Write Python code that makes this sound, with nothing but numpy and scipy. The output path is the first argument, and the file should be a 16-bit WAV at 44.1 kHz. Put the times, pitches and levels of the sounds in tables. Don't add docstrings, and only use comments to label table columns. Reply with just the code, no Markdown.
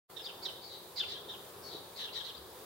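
import sys
import numpy as np
from scipy import signal
from scipy.fft import rfft, irfft
from scipy.io import wavfile
from scipy.ndimage import uniform_filter1d

SR = 44100
rng = np.random.default_rng(int(sys.argv[2]) if len(sys.argv) > 2 else 0)


def store_pcm(level_fs):
    pcm = np.round(np.clip(level_fs, -1, 1) * 32767).astype(np.int16)
    wavfile.write(sys.argv[1], SR, np.atleast_2d(pcm).T)


N = 116865


def amp(db):
    return 10 ** (np.asarray(db) / 20)


def unit(x):
    return x / np.sqrt(np.mean(x ** 2) + 1e-20)


def read(points, hz):
    f, value = np.transpose(points)
    return np.interp(np.log(hz + 1), np.log(f + 1), value)


def add(mix, start_s, sound):
    part = mix[:, round(start_s * SR):][:, :sound.shape[1]]
    part += sound[:, :part.shape[1]]


def wander(hz):
    f = np.fft.rfftfreq(N, 1 / SR)
    return unit(irfft(rfft(rng.standard_normal(N)) / (1 + (f / hz) ** 4), N))


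# frequency_hz, likeness
SIDE_LIKENESS = [(40, 1), (120, 0.78), (350, 0.93), (700, .7), (1400, 0.36), (3000, 0.27), (8000, 0.016),
                 (15000, 0.027)]
# frequency_hz, left_minus_right_db
SIDE_BALANCE = [(50, -3), (300, 2.5), (1000, 2), (4000, -0.5), (15000, 0.5)]
def outdoor_noise(spectrum, level_db, patch_db=1.04, drift_db=-1):
    frames, hz = N // 512 + 5, np.fft.rfftfreq(2048, 1 / SR)
    a, b, c, d, patches = rng.standard_normal((frames, len(hz), 5)).T
    patches = unit(uniform_filter1d(uniform_filter1d(patches, size=14, axis=0), size=7, axis=1))
    same = read(SIDE_LIKENESS, hz)[:, None]
    lean = amp(read(SIDE_BALANCE, hz) / 2)[:, None]
    left = a + 1j * b
    right = same * left + np.sqrt(1 - same ** 2) * (c + 1j * d)
    bands = np.array([left * lean, right / lean]) * amp(read(spectrum, hz)[:, None] + patch_db * patches)
    noise = signal.istft(bands, nperseg=2048, noverlap=1536)[1][:, :N]
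    return unit(noise) * amp(level_db + drift_db * wander(2.7))


# frequency_hz, relative_level_db
RUMBLE_COLOUR = [(15, -38), (25, -22), (37, -32), (58, -20), (76, -8), (173, -12.5), (239, -14.5),
                 (318, -11.5), (346, -5), (383, -2), (431, -2.5), (485, -6), (527, -5.5), (573, -9),
                 (1020, -9), (1400, -16), (1820, -22), (3080, -120)]
# time_s, gain_db
RUMBLE_SWELL = [(.1, -1.5), (.4, 0.1), (.9, -1), (1.45, 0.06), (2.1, 1), (2.65, 0.5)]
def rumble():
    swell = amp(np.interp(np.arange(N) / SR, *np.transpose(RUMBLE_SWELL)))
    return swell * outdoor_noise(RUMBLE_COLOUR, level_db=-53)


# frequency_hz, relative_level_db
HISS_COLOUR = [(800, -15.5), (1300, -11), (1700, -6.5), (2300, -9.5), (2800, -9.5), (3700, -4),
               (4700, -6.5), (6000, -11.5), (9000, -9), (12500, -7.5), (15800, -7)]
def hiss():
    return outdoor_noise(HISS_COLOUR, level_db=-54.5)


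# pitch_hz, level_db, wobble_hz
STEADY_TONES = [(174, -74, 6), (523, -69, 12), (15734, -77, 4)]
def hum_and_whine():
    out, t = np.zeros(N), np.arange(N) / SR
    for hz, level_db, wobble_hz in STEADY_TONES:
        cycles = hz * t + np.cumsum(wobble_hz * wander(19.6)) / SR
        out += amp(level_db) * unit(np.sin(2 * np.pi * cycles) * (1 + 0.17 * wander(24)))
    return out


# multiple_of_half_pitch, level_db, extra_db_if_fully_scattered
SIDE_TONES = [(1, -22.5, 6.5), (3, -19.5, 3), (4, -29, 4)]
# frequency_hz, gain_db
THROAT_COLOUR = [(1000, 19), (1750, 2), (2250, -0.5), (2900, 2), (4000, 0), (5200, 0.5), (7000, -3),
                 (10000, -3)]
def sing(notes, buzz_hz=326.8, buzz_depth=0.048, jitter_depth=0.0945, flutter=0.47, leaf_share=.4):
    direct, indirect = np.zeros((2, 2, N))
    jitter, uneven = wander(702), wander(55.6)
    buzz = np.sin(2 * np.pi * np.cumsum(buzz_hz * (1 + 0.2048 * uneven)) / SR)
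    for start_s, length_s, first, middle, last, level_db, rough, pan_db, share in notes:
        progress = np.arange(0, length_s, 1 / SR) / length_s
        at = round(start_s * SR) + np.arange(len(progress))
        glide_hz = np.polyval(np.polyfit([0, .5, 1], [first, middle, last], 2), progress)
        shake = rough * (buzz_depth * buzz[at] + jitter_depth * jitter[at])
        half_phase = np.pi * np.cumsum(glide_hz * (1 + shake)) / SR
        voice = np.sin(2 * half_phase)
        voice += sum(amp(db + extra * share) * np.sin(k * half_phase) for k, db, extra in SIDE_TONES)
        voice = unit(voice * (1 + flutter * rough * buzz[at]))
        swell = abs(np.sin(np.pi * progress)) ** np.where(progress < .5, 1.1, .9)
        note = amp([[level_db + pan_db / 2], [level_db - pan_db / 2]]) * voice * swell
        add(direct, start_s, np.sqrt(1 - share) * note)
        add(indirect, start_s, np.sqrt(share) * note)
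    off_leaves = np.sqrt(leaf_share) * scatter(direct, decay_s=.005)
    heard = np.sqrt(1 - leaf_share) * direct + off_leaves + scatter(indirect, decay_s=.02)
    return irfft(rfft(heard) * amp(read(THROAT_COLOUR, np.fft.rfftfreq(N, 1 / SR))), N)


# start_s, length_s, first_hz, middle_hz,
# last_hz, level_db (before throat colour), roughness, left_minus_right_db, scattered_share
NEAR_NOTES = [ (.162, 0.0225, 3830, 3698, 3550, -42, 0.42, -10, 0.24),
              (.188, 0.022, 3565, 3347, 2900, -43.5, 0.6, 2, 0.42),
              (.202, 0.053, 5300, 5040, 4500, -57, .35, 6, .3),
              (.234, .040, 4330, 4560, 5100, -44, .7, 1, 0.2),
              (.255, 0.025, 3600, 3575, 3130, -41, 0.54, 0, 0),
              (.274, 0.035, 3516, 3096, 2570, -47, 0.65, -2, 0.42),
              (.416, .048, 4280, 4620, 5240, -43.5, 0.65, -1, 0.36),
              (.449, 0.023, 3970, 3830, 3630, -34, 0.56, -6.5, 0.12),
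              (.474, 0.031, 3360, 3070, 2870, -46, 0.65, -2, 0.27),
              (.955, 0.024, 5000, 4480, 4100, -43, 1.06, -4, 0.54),
              (.967, .037, 3840, 4278, 4910, -36, 0.71, -2, 0.2),
              (.992, 0.028, 3884, 3586, 3350, -31.5, 0.6, -1.5, 0),
              (1.016, 0.033, 3380, 2976, 2340, -41.5, 0.71, 1, 0.3),
              (1.066, 0.055, 3820, 4150, 4320, -44, 1.11, 4, 0.9),
              (1.098, 0.047, 3840, 3750, 3700, -41, 0.71, 7, 0.65),
              (1.148, 0.036, 3230, 3366, 3330, -46.5, 0.54, 3, 0.4),
              (1.166, 0.03, 3890, 3860, 3220, -52.5, .4, 3, 0.1),
              (1.278, 0.053, 3460, 3675, 3280, -41.5, 0.56, -1.5, 0.25),
              (1.318, 0.04, 3814, 3370, 2445, -47.5, 0.52, 2, 0.3),
              (1.954, 0.032, 4330, 4290, 4000, -45, 0.86, 2, 0.65),
              (1.970, 0.068, 3796, 3686, 3570, -38.5, 0.83, 4.5, 0.77),
              (2.008, 0.0306, 3720, 4060, 3450, -45, 0.1, -2, .3),
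              (2.028, 0.034, 3902, 3623, 3170, -40, 0.77, 0, 0.62),
              (2.058, 0.043, 3547, 3220, 2590, -48, 0.71, -1, 0.5),
              (2.118, 0.04, 4060, 4320, 3870, -46, 1.11, 5, 0.75),
              (2.140, 0.053, 3580, 3837, 3574, -36, 0.73, 4.5, 0.7),
              (2.196, 0.024, 3375, 3363, 3330, -41, 0.65, 6, 0.42),
              (2.234, 0.052, 3425, 3850, 3493, -42.5, 0.87, -4, 0.3),
              (2.278, 0.036, 3592, 3464, 2970, -45.5, 0.77, 0, 0),
              (2.292, 0.017, 5260, 4900, 3900, -56, .1, 4, .1),
              (2.336, 0.035, 3360, 3950, 4810, -58.5, 0.26, 25, 0.2),
              (2.366, 0.02, 4780, 4670, 3870, -58.5, 0.05, 19, 0.05), ]
FAR_NOTES = [ (.605, 0.093, 4487, 4500, 4290, -50, 0.52, 6.5, 0.51),
             (.678, 0.095, 4150, 3960, 3850, -48, 0.72, 3.5, 0.26),
             (1.612, 0.099, 5160, 4830, 4560, -54.5, 0.97, 7.1, 0.3),
             (1.630, 0.083, 4440, 4446, 4475, -50, 0.23, 7.5, 0.067),
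             (1.668, .135, 4350, 3958, 3740, -49.5, 0.88, 5.6, 0.4), ]
def birds():
    near, far = sing(NEAR_NOTES), sing(FAR_NOTES)
    to_echo = amp(-6) * near + amp(-2) * far
    blend = np.pi / 2 * wander(hz=18)
    return near + far + np.cos(blend) * garden_echo(to_echo) + np.sin(blend) * garden_echo(to_echo)


def scatter(x, decay_s, echoes_per_s=1500):
    t = np.arange(SR // 5) / SR
    echoes = rng.choice([-1., 1.], (2, len(t))) * (rng.random((2, len(t))) < echoes_per_s / SR)
    echoes *= np.exp(-t / decay_s) * (t > .001)
    echoes /= np.linalg.norm(echoes, axis=1, keepdims=True) + 1e-9
    return signal.fftconvolve(x, echoes, axes=1)[:, :N]


# frequency_hz, fade_s
ECHO_FADE = [(1500, 0.34), (3500, 0.68), (6000, 0.49)]
def garden_echo(x, build_s=0.028):
    hz, t, bands = signal.stft(rng.standard_normal((2, SR)), SR, nperseg=256)
    fade = amp(-60 * t / read(ECHO_FADE, hz)[:, None])
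    tail = signal.istft(bands * fade * np.minimum(t / build_s, 1), SR, nperseg=256)[1]
    return signal.fftconvolve(x.mean(0)[None], tail / np.linalg.norm(tail[0]), axes=1)[:, :N]


# start_s, pitch_hz, half_rise_s, level_db
SOFT_BUMPS = [(1.746, 385, 0.0022, -36.5), (2.358, 72.5, 0.018, -57.5), (2.505, 69, 0.0075, -66)]
def bumps(thud_hz=129, thud_db=-21.5, echo_db=-3.5):
    out, t = np.zeros((2, N)), np.arange(SR // 4) / SR
    push = t * np.exp(-t / 0.0087)
    thud = amp(thud_db) * push / push.max() * np.sin(2 * np.pi * thud_hz * t)
    for start_s, hz, half_rise_s, level_db in SOFT_BUMPS:
        shape = (t / half_rise_s) ** 2 * np.exp(-t / half_rise_s)
        knock = shape / shape.max() * np.sin(2 * np.pi * hz * t)
        add(out, start_s, np.ones((2, 1)) * amp(level_db) * (knock + thud))
    return out + amp(echo_db) * garden_echo(out)


def scene():
    return birds() + rumble() + hiss() + hum_and_whine() + bumps()


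def record(dry, open_s=.101, fade_db_per_s=2500, low_cut_hz=48, high_cut_hz=15900):
    fade_in = amp(fade_db_per_s * np.minimum(np.arange(N) / SR - open_s, 0))
    heard = signal.sosfilt(signal.butter(2, low_cut_hz, "high", fs=SR, output="sos"), dry * fade_in)
    treble_cut = signal.firwin(1023, high_cut_hz, window=("kaiser", 9), fs=SR)
    return signal.oaconvolve(heard, treble_cut[None], "same")


dry = scene()
out = record(dry)
store_pcm(out)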